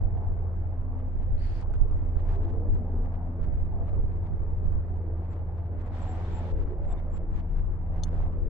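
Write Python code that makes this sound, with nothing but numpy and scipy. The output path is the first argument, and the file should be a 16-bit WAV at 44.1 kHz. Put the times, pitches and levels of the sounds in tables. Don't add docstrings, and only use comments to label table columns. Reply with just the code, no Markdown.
import sys
import numpy as np
from scipy import signal
from scipy.io import wavfile
from scipy.ndimage import uniform_filter1d

SR = 44100
rng = np.random.default_rng(int(sys.argv[2]) if len(sys.argv) > 2 else 0)


def field_ratio(decibels):
    return 10 ** (np.asarray(decibels, dtype=float) / 20)


def file_out(sig):
    cols = np.atleast_2d(sig).T
    lim = np.clip(cols, -1, 1)
    pcm = np.round(lim * 32767).astype(np.int16)
    wavfile.write(sys.argv[1], SR, pcm)


N = 374409
TIME = np.arange(N) / SR

# (time [s], left thump [dB], right thump [dB])
BREEZE = [(0, -29, -31.5), (0.7, -39.5, -40), (1.5, -43, -32), (2.4, -38, -33.5), (3.15, -40, -46),
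          (3.8, -32, -31.5), (4.6, -39, -35), (5.3, -56, -41), (6.2, -49.5, -39.5), (6.8, -33.5, -37),
          (7.6, -40, -46), (8.49, -38, -33)]
# (peak time [s], length [s], thump [dB], flutter before makeup gain [dB], left minus right [dB])
GUSTS = [(0.027, 0.071, -30.5, -65, -10), (1.181, 0.1, -24.5, -54, -9), (1.318, 0.14, -21, -39, -10.5),
         (1.828, 0.46, -27.5, -58.5, -21), (1.968, 0.1, -37.5, -52, 9), (2.185, 0.14, -31.5, -59.5, -10.5),
         (2.521, 0.23, -38, -58, 6.5), (2.735, 0.13, -26.5, -45, 5.5), (3.453, 0.11, -26.5, -39, -21.5),
         (3.583, .25, -28, -53, -7), (3.999, 0.17, -29, -48, -0.5), (4.334, 0.12, -37, -39.5, -13),
         (4.683, 0.4, -31.5, -48.5, -11), (6.38, 0.27, -49, -53, -11), (6.578, 0.16, -29.5, -61, 9),
         (6.849, 0.15, -33, -60, 8), (7.158, 0.14, -36, -54, -14.5), (7.363, 0.098, -30.5, -46, 5),
         (7.655, 0.31, -29.5, -58, 12), (7.945, 0.2, -40, -67, 8), (8.228, 0.24, -32, -58, 0.5),
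         (8.42, .2, -33.5, -54, 10.5)]
# (start [s], length [s], first pitch [Hz], last pitch [Hz], peak level before pan [dB])
CHIRPS = [(0.985, 0.019, 8450, 8450, -89), (1.958, .02, 8600, 8550, -85), (2.035, .032, 7900, 7560, -87.5),
          (2.91, .05, 8600, 8700, -93), (3.926, .025, 8300, 8640, -89), (3.97, 0.052, 8600, 8840, -91),
          (4.02, .12, 8700, 8650, -98), (5.275, 0.064, 7300, 7550, -80.5), (5.8, .024, 7100, 7420, -80),
          (5.845, .03, 8000, 7450, -83), (5.966, .04, 7800, 8100, -77), (6.0, .04, 8050, 7780, -73),
          (6.007, .03, 7450, 7400, -64), (6.04, 0.099, 7050, 7540, -67.5), (6.13, .04, 7200, 7800, -77),
          (6.29, .11, 7000, 7430, -67), (6.862, 0.073, 7100, 7620, -68.5), (6.886, 0.044, 3720, 3560, -73),
          (6.954, 0.039, 3360, 3584, -70), (7.099, 0.085, 7200, 7500, -66.5),
          (7.312, 0.063, 6660, 6800, -78.5), (7.546, .06, 6100, 5860, -88)]
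# (time [s], centre [Hz], level before makeup gain [dB])
RASP = [(1.37, 4150, -84), (1.4, 4400, -69), (1.45, 4490, -69.5), (1.542, 4400, -75.5), (1.55, 4590, -69.5),
        (1.63, 4420, -77), (1.635, 4530, -81)]
# (time [s], drive [dB])
CLICKS = [(8.0348, -30)]
# (frequency [Hz], level re drive [dB], t60 [s], left minus right [dB])
CLICK_MODES = [(2960, -18, 0.041, -15), (3530, 1.5, 0.023, 5), (4300, 6, 0.018, 7), (4360, -3, 0.02, 3),
               (5240, -10, 0.03, 6), (5980, 2, .012, 5), (6340, 0.5, 0.035, 11), (6545, -25, .068, -2),
               (7040, -20, 0.069, 2), (7962, -20, .042, -8), (8963, -20, .051, -19), (9450, -8.5, .01, -19),
               (9800, -26, .08, -13)]
# (time [s], drive [dB], left minus right [dB], lowest frequency [Hz])
TAPS = [(1.613, -57, 12, 5000), (1.7385, -40.5, 1, 850), (2.746, -59, 14.5, 5500)]
# (middle [s], frequency [Hz], peak rms level [dB], length [s])
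MOANS = [(0.21, 860, -54, 0.16), (2.37, 390, -46, 0.15), (2.373, 681, -51.5, 0.17), (2.468, 337, -46, 0.15),
         (2.65, 521, -54, 0.13), (2.668, 314, -49, 0.37), (3.196, 710, -53, 0.21), (3.815, 670, -53, 0.25),
         (5.669, 697, -57.5, 0.31), (6.094, 745, -48.5, 0.11), (6.095, 327, -49, 0.18),
         (6.363, 945, -56, 0.25), (6.381, 864, -49.5, 0.14), (6.566, 445.4, -47, 0.15),
         (6.729, 364.7, -49, 0.18), (6.8, 325, -47, 0.15), (6.831, 573, -51.5, 0.16)]
# (from [s], to [s], share open [0-1])
OPENINGS = [(0.987, 1.007, 0.8), (1.217, 1.236, 0.67), (1.38, 1.633, 0.9), (1.725, 1.762, 0.9),
            (2.161, 2.207, 0.7), (2.243, 2.365, 0.84), (2.41, 2.46, 0.63), (2.467, 2.509, 0.73),
            (2.739, 2.766, 0.54), (3.04, 3.064, 0.9), (3.13, 3.16, 0.55), (3.406, 3.453, 0.85),
            (3.86, 3.9, 0.73), (4.245, 4.275, 0.66), (4.654, 4.671, .5), (5.3, 5.341, 0.8),
            (5.778, 5.822, 0.7), (5.838, 5.883, 0.77), (5.895, 6.521, 1.0), (6.561, 6.64, 0.7),
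            (6.824, 6.856, 0.75), (6.875, 6.942, 0.77), (6.963, 7.004, 0.79), (7.13, 7.181, 0.9),
            (7.325, 7.409, 0.83), (7.561, 7.599, 0.7), (7.936, 8, 0.62), (8.04, 8.089, 0.87),
            (8.1, 8.237, 0.7), (8.241, 8.27, 0.75)]
# (time [s], near 360 Hz [dB], near 820 Hz [dB], near 200 Hz [dB])
SWELL = [(0.0, -49, -51.5, -71), (0.09, -49, -52, -52), (0.8, -53, -54, -58.5), (1.16, -51.5, -57, -53.5),
         (2.22, -49.5, -53, -62), (2.41, -43.5, -50.5, -51), (2.84, -46, -54.5, -48.5),
         (3.19, -51.5, -52, -49), (3.59, -53, -55.5, -50.5), (3.83, -46, -49.5, -53.5),
         (4.09, -50, -54.5, -53.5), (5.37, -50.5, -52.5, -58.5), (6.48, -46.5, -50, -51.5),
         (6.53, -40.5, -56, -72), (6.74, -45, -52.5, -59), (6.81, -48.5, -54.5, -71.5),
         (6.88, -48.5, -52.5, -48.5), (7.59, -53, -57.5, -57.5), (8.16, -48.5, -49.5, -57.5),
         (8.49, -47, -58, -56)]
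# (frequency [Hz], level [dB])
WASH = [(20, -25.5), (60, -16.5), (90, -12.5), (130, -22), (220, -24.5), (290, -27.5), (400, -26),
        (560, -28.5), (750, -25.5), (1300, -36.5), (1800, -38.5), (2500, -46), (3500, -48), (5000, -57),
        (7500, -59.5), (10000, -68.5), (14000, -88.5)]
# (frequency [Hz], gain [dB])
MUFFLE = [(500, 0.5), (1000, -4), (2600, -13.5), (3200, -22.5), (5000, -19.5), (8000, -25), (11000, -12.5)]
# (frequency [Hz], likeness [0-1])
LIKENESS = [(60, 1), (140, 1), (320, 0.98), (750, 0.79), (1750, 0.18), (4000, 0.092)]
# (time [s], pitch [Hz])
ENGINE_PITCH = [(0, 85.44), (2.0, 84.3), (4.5, 83.74), (6.0, 82.38), (8.49, 82.36)]
# (time [s], first [dB], second [dB], third [dB])
ENGINE = [(0, -31, -56.5, -64.5), (0.5, -31.5, -52, -64), (0.85, -35, -57.5, -51),
          (1.7, -34.5, -52.5, -70.5), (2.05, -31, -50, -49.5), (2.4, -32, -53.5, -64),
          (3.1, -33.5, -50, -50.5), (3.52, -36, -46, -52), (3.92, -32, -48.5, -64),
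          (4.3, -34.5, -47.5, -66), (4.7, -32.5, -48, -55), (5.35, -32.5, -51, -71.5),
          (5.96, -34, -52.5, -53.5), (6.3, -32, -44, -60), (6.8, -37.5, -53, -65), (7.52, -38, -46, -64),
          (8.3, -32.5, -45, -48), (8.49, -41, -52.5, -53)]
# (time [s], throb [dB], generator [dB])
HUMS = [(0, -40, -37), (1.39, -27, -44.5), (2.53, -31.5, -39.5), (3.05, -29.5, -45), (3.78, -41, -42),
        (4.1, -33.5, -39), (4.85, -34.5, -41.5), (5.3, -38.5, -40.5), (6.35, -33.5, -38.5),
        (6.62, -43.5, -45), (6.9, -29.5, -49), (7.3, -30.5, -57.5), (7.92, -28.5, -39.5),
        (8.49, -35.5, -43.5)]

FOURTH_RE_SECOND_DB = -11
THROB_HZ, GENERATOR_HZ = 28.9, 100.07
LEFT_LAG_SAMPLES = 4
ROUNDING_HISS_RMS_DB = -90


def rms_one(x):
    return x / np.sqrt(np.mean(x ** 2) + 1e-20)


def in_time(rows):
    s, *columns = np.transpose(rows)
    return [np.interp(TIME, s, column) for column in columns]


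def at_hz(points, hz):
    point_hz, values = np.transpose(points)
    return np.interp(np.log(hz), np.log(point_hz), values)


def band(x, low_hz, high_hz, order=2):
    return signal.sosfilt(signal.butter(order, [low_hz, high_hz], "band", fs=SR, output="sos"), x)


def drift(rate_hz):
    pole = np.exp(-80 * np.pi * rate_hz / SR)
    noise = rng.standard_normal(N // 40 + 2002)
    slow = signal.lfilter([1], [1, -2 * pole, pole * pole], noise)[2000:]
    return np.interp(np.arange(N) / 40, np.arange(len(slow)), rms_one(slow))


def tone(hz):
    return np.sqrt(2) * np.sin(2 * np.pi * np.cumsum(hz) / SR + rng.uniform(0, 2 * np.pi))


def panned(x, pan_db):
    return np.array([x * field_ratio(pan_db / 2), x * field_ratio(-pan_db / 2)])


def wind(body_hz=55, flutter_hz=150, lumpy_db=2.0):
    out, coarse_s = [], TIME[::100]
    s, length_s, thump_db, flutter_db, pan_db = np.transpose(GUSTS)
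    swells = np.exp(-8 * ((coarse_s[:, None] - s) / length_s) ** 2)
    for breeze_db, side in zip(in_time(BREEZE), (1, -1)):
        shelter_db = np.minimum(side * pan_db, 0)
        thump_gust = np.interp(TIME, coarse_s, swells @ field_ratio(thump_db + shelter_db))
        flutter_gust = np.interp(TIME, coarse_s, swells @ field_ratio(flutter_db + shelter_db))
        thump_gain = field_ratio(breeze_db) + thump_gust
        flutter_gain = field_ratio(3) * (field_ratio(breeze_db - 23) + flutter_gust)
        white = rng.standard_normal((3, N))
        thump = rms_one(band(white[0], 25, body_hz))
        flutter = rms_one(band(white[1], 70, flutter_hz))
        heave = rms_one(band(white[2], 10, 24))
        lumps = field_ratio(lumpy_db * drift(24))
        out.append(lumps * (thump_gain * (thump + heave) + flutter_gain * flutter))
    return np.array(out)


def note(rows, edge_s):
    s, hz, level_db = np.transpose(rows)
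    span = slice(round(s[0] * SR), round(s[-1] * SR))
    t = TIME[span]
    fade = np.clip(np.minimum(t - s[0], s[-1] - t) / edge_s, 0, 1)
    return span, np.interp(t, s, hz), field_ratio(np.interp(t, s, level_db)) * fade


def whistles():
    quaver, flutter = 1 + .007 * drift(70), field_ratio(2.5 * drift(60))
    out = np.zeros(N)
    for s, length_s, first_hz, last_hz, peak_db in CHIRPS:
        rows = [(s, first_hz, peak_db - 22.5),
                (s + .65 * length_s, last_hz, peak_db),
                (s + length_s, last_hz, peak_db - 6)]
        span, hz, gain = note(rows, edge_s=.004)
        out[span] += gain * flutter[span] * tone(hz * quaver[span])
    return panned(out, 4.5)


def hoarse_call():
    out = np.zeros((2, N))
    span, hz, gain = note(RASP, edge_s=.006)
    hz = hz * (1 + .012 * drift(40)[span])
    spread = np.linspace(.2, .9, len(hz))
    for port in out:
        centre = drift(260)[span] * tone(hz)
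        upper = spread * drift(400)[span] * tone(1.1 * hz)
        octave = field_ratio(-15.5) * drift(500)[span] * tone(2 * hz)
        port[span] = gain * field_ratio(5.0) * (centre + upper + octave)
    return out


def clicks():
    out, t = np.zeros((2, N)), np.arange(int(.12 * SR)) / SR
    for s, drive_db in CLICKS:
        ring = 0
        for hz, db, t60_s, pan_db in CLICK_MODES:
            mode = np.sin(2 * np.pi * hz * t + rng.uniform(0, 2 * np.pi))
            ring = ring + panned(field_ratio(db - 60 * t / t60_s) * mode, pan_db)
        crack = np.diff(rng.standard_normal(len(t) + 1)) * field_ratio(-9.5 - 60 * t / 0.019)
        hit = (ring + crack) * np.minimum(t / .001, 1) * field_ratio(drive_db - 7)
        out[:, round(s * SR):][:, :len(t)] += hit
    return out


def taps():
    out, t = np.zeros((2, N)), np.arange(int(.12 * SR)) / SR
    for s, drive_db, pan_db, low_hz in TAPS:
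        hit = rng.standard_normal(len(t)) + 2 * (t == 0)
        hit = band(hit * field_ratio(drive_db - 60 * t / .009), low_hz, min(2.2 * low_hz, 8500), order=1)
        if low_hz < 2000:
            hit = hit + field_ratio(drive_db - 2.5 - 60 * t / .02) * np.sin(2 * np.pi * 1.7 * low_hz * t)
        out[:, round(s * SR):][:, :len(t)] += panned(hit, pan_db)
    return out


def moans(per_s=12.0, below_db=-7):
    low_db, high_db, _ = in_time(SWELL)
    draws = rng.random((round(per_s * N / SR), 4))
    at = (draws[:, 0] * N).astype(int)
    faint_hz = 270 * 3.5 ** draws[:, 1]
    faint_db = np.where(faint_hz < 540, low_db[at], high_db[at]) + below_db - 8 * draws[:, 2]
    faint = list(zip(at / SR, faint_hz, faint_db, .08 + .16 * draws[:, 3]))
    out = np.zeros(N + 2 * SR)
    for s, hz, level_db, length_s in MOANS + faint:
        t = np.arange(int(length_s * SR)) / SR
        start = SR + round((s - length_s / 2) * SR)
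        gain = np.sqrt(2) * field_ratio(level_db) * np.hanning(len(t))
        out[start:start + len(t)] += gain * np.sin(2 * np.pi * hz * t)
    return out[SR:SR + N]


def openness(rise_s=0.077, flicker=0.11):
    share = flicker * np.clip(drift(35) + .5 * drift(1.5), 0, 2.1) ** 2
    for start_s, stop_s, top in OPENINGS:
        span = slice(round((start_s - 0.24 * rise_s) * SR), round(stop_s * SR))
        climb = np.minimum(.28 + (TIME[span] - start_s) / rise_s, top)
        share[span] = np.maximum(share[span], climb)
    return uniform_filter1d(np.clip(share, 0, 1), size=130)


def wash(pitch_hz, share, patchy_db=2.0, puff=0.16):
    low_db, high_db, deep_db = in_time(SWELL)
    puffs = 1 + puff * tone(pitch_hz)
    out, edges_hz = 0, 40 * 2 ** np.arange(0, 8.7, .45)
    dulling = signal.butter(2, 700, fs=SR, output="sos")
    dull = signal.sosfilt(dulling, rng.standard_normal((2, 2, N)))
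    for k, (bottom_hz, top_hz) in enumerate(zip(edges_hz, edges_hz[1:])):
        mid, side = band(dull[k % 2], bottom_hz, top_hz)
        hz = np.sqrt(bottom_hz * top_hz)
        undo = np.sqrt(1 + (hz / 700) ** 4)
        alike = at_hz(LIKENESS, hz)
        octaves = np.log2(hz / np.array([360, 820, 200]))
        low, high, deep = np.exp(-octaves ** 2 / np.array([.4, .6, .15]))
        swell_db = low * (low_db + 51.0) + high * (high_db + 51.0) + deep * (deep_db + 55.5)
        muffle_db = (1 - share) * at_hz(MUFFLE, hz)
        patch_db = patchy_db * (1 if hz < 1100 else .4) * (drift(5.4) + 0.54 * drift(11))
        gain = undo * field_ratio(at_hz(WASH, hz) - 9.0 + swell_db + muffle_db + patch_db)
        if 400 < hz < 2500:
            gain = gain * puffs
        out = out + gain * (np.sqrt(1 + alike) * mid + np.sqrt(1 - alike) * side * [[1], [-1]])
    return out


def engines():
    pitch_hz, = in_time(ENGINE_PITCH)
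    pitch_hz = pitch_hz * (1 + .0015 * drift(1.604))
    first_db, second_db, third_db = in_time(ENGINE)
    out = 0
    for k, level_db in enumerate([first_db, second_db, third_db, second_db + FOURTH_RE_SECOND_DB]):
        out = out + field_ratio(level_db + (.5 + 0.78 * k) * drift(2.3)) * tone((k + 1) * pitch_hz)
    throb_db, generator_db = in_time(HUMS)
    throb = tone(THROB_HZ * (1 + .02 * drift(1.2)))
    out = out + field_ratio(throb_db - 2.5 + 2.5 * drift(4)) * throb
    out = out + field_ratio(generator_db - 2.5 + 0.86 * drift(1.6)) * tone(np.full(N, GENERATOR_HZ))
    return panned(out, 0.46), pitch_hz


def scene():
    hum, pitch_hz = engines()
    ship = hum + wash(pitch_hz, openness()) + moans()
    ship[0] = np.pad(ship[0], (LEFT_LAG_SAMPLES, 0), "edge")[:N]
    return wind() + whistles() + hoarse_call() + clicks() + taps() + ship


def low_pass(x):
    return signal.sosfilt(signal.butter(12, 15600, fs=SR, output="sos"), x)


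def record(dry):
    fade = np.clip(np.minimum(TIME, TIME[::-1]) / .008, 0, 1)
    lowpass = signal.cheby2(4, 13, 10500, fs=SR, output="sos")
    dulled = signal.sosfilt(lowpass, dry * fade)
    rounding_hiss = field_ratio(ROUNDING_HISS_RMS_DB) * rng.standard_normal(dry.shape)
    return low_pass(dulled + rounding_hiss)


dry = scene()
out = record(dry)
file_out(out)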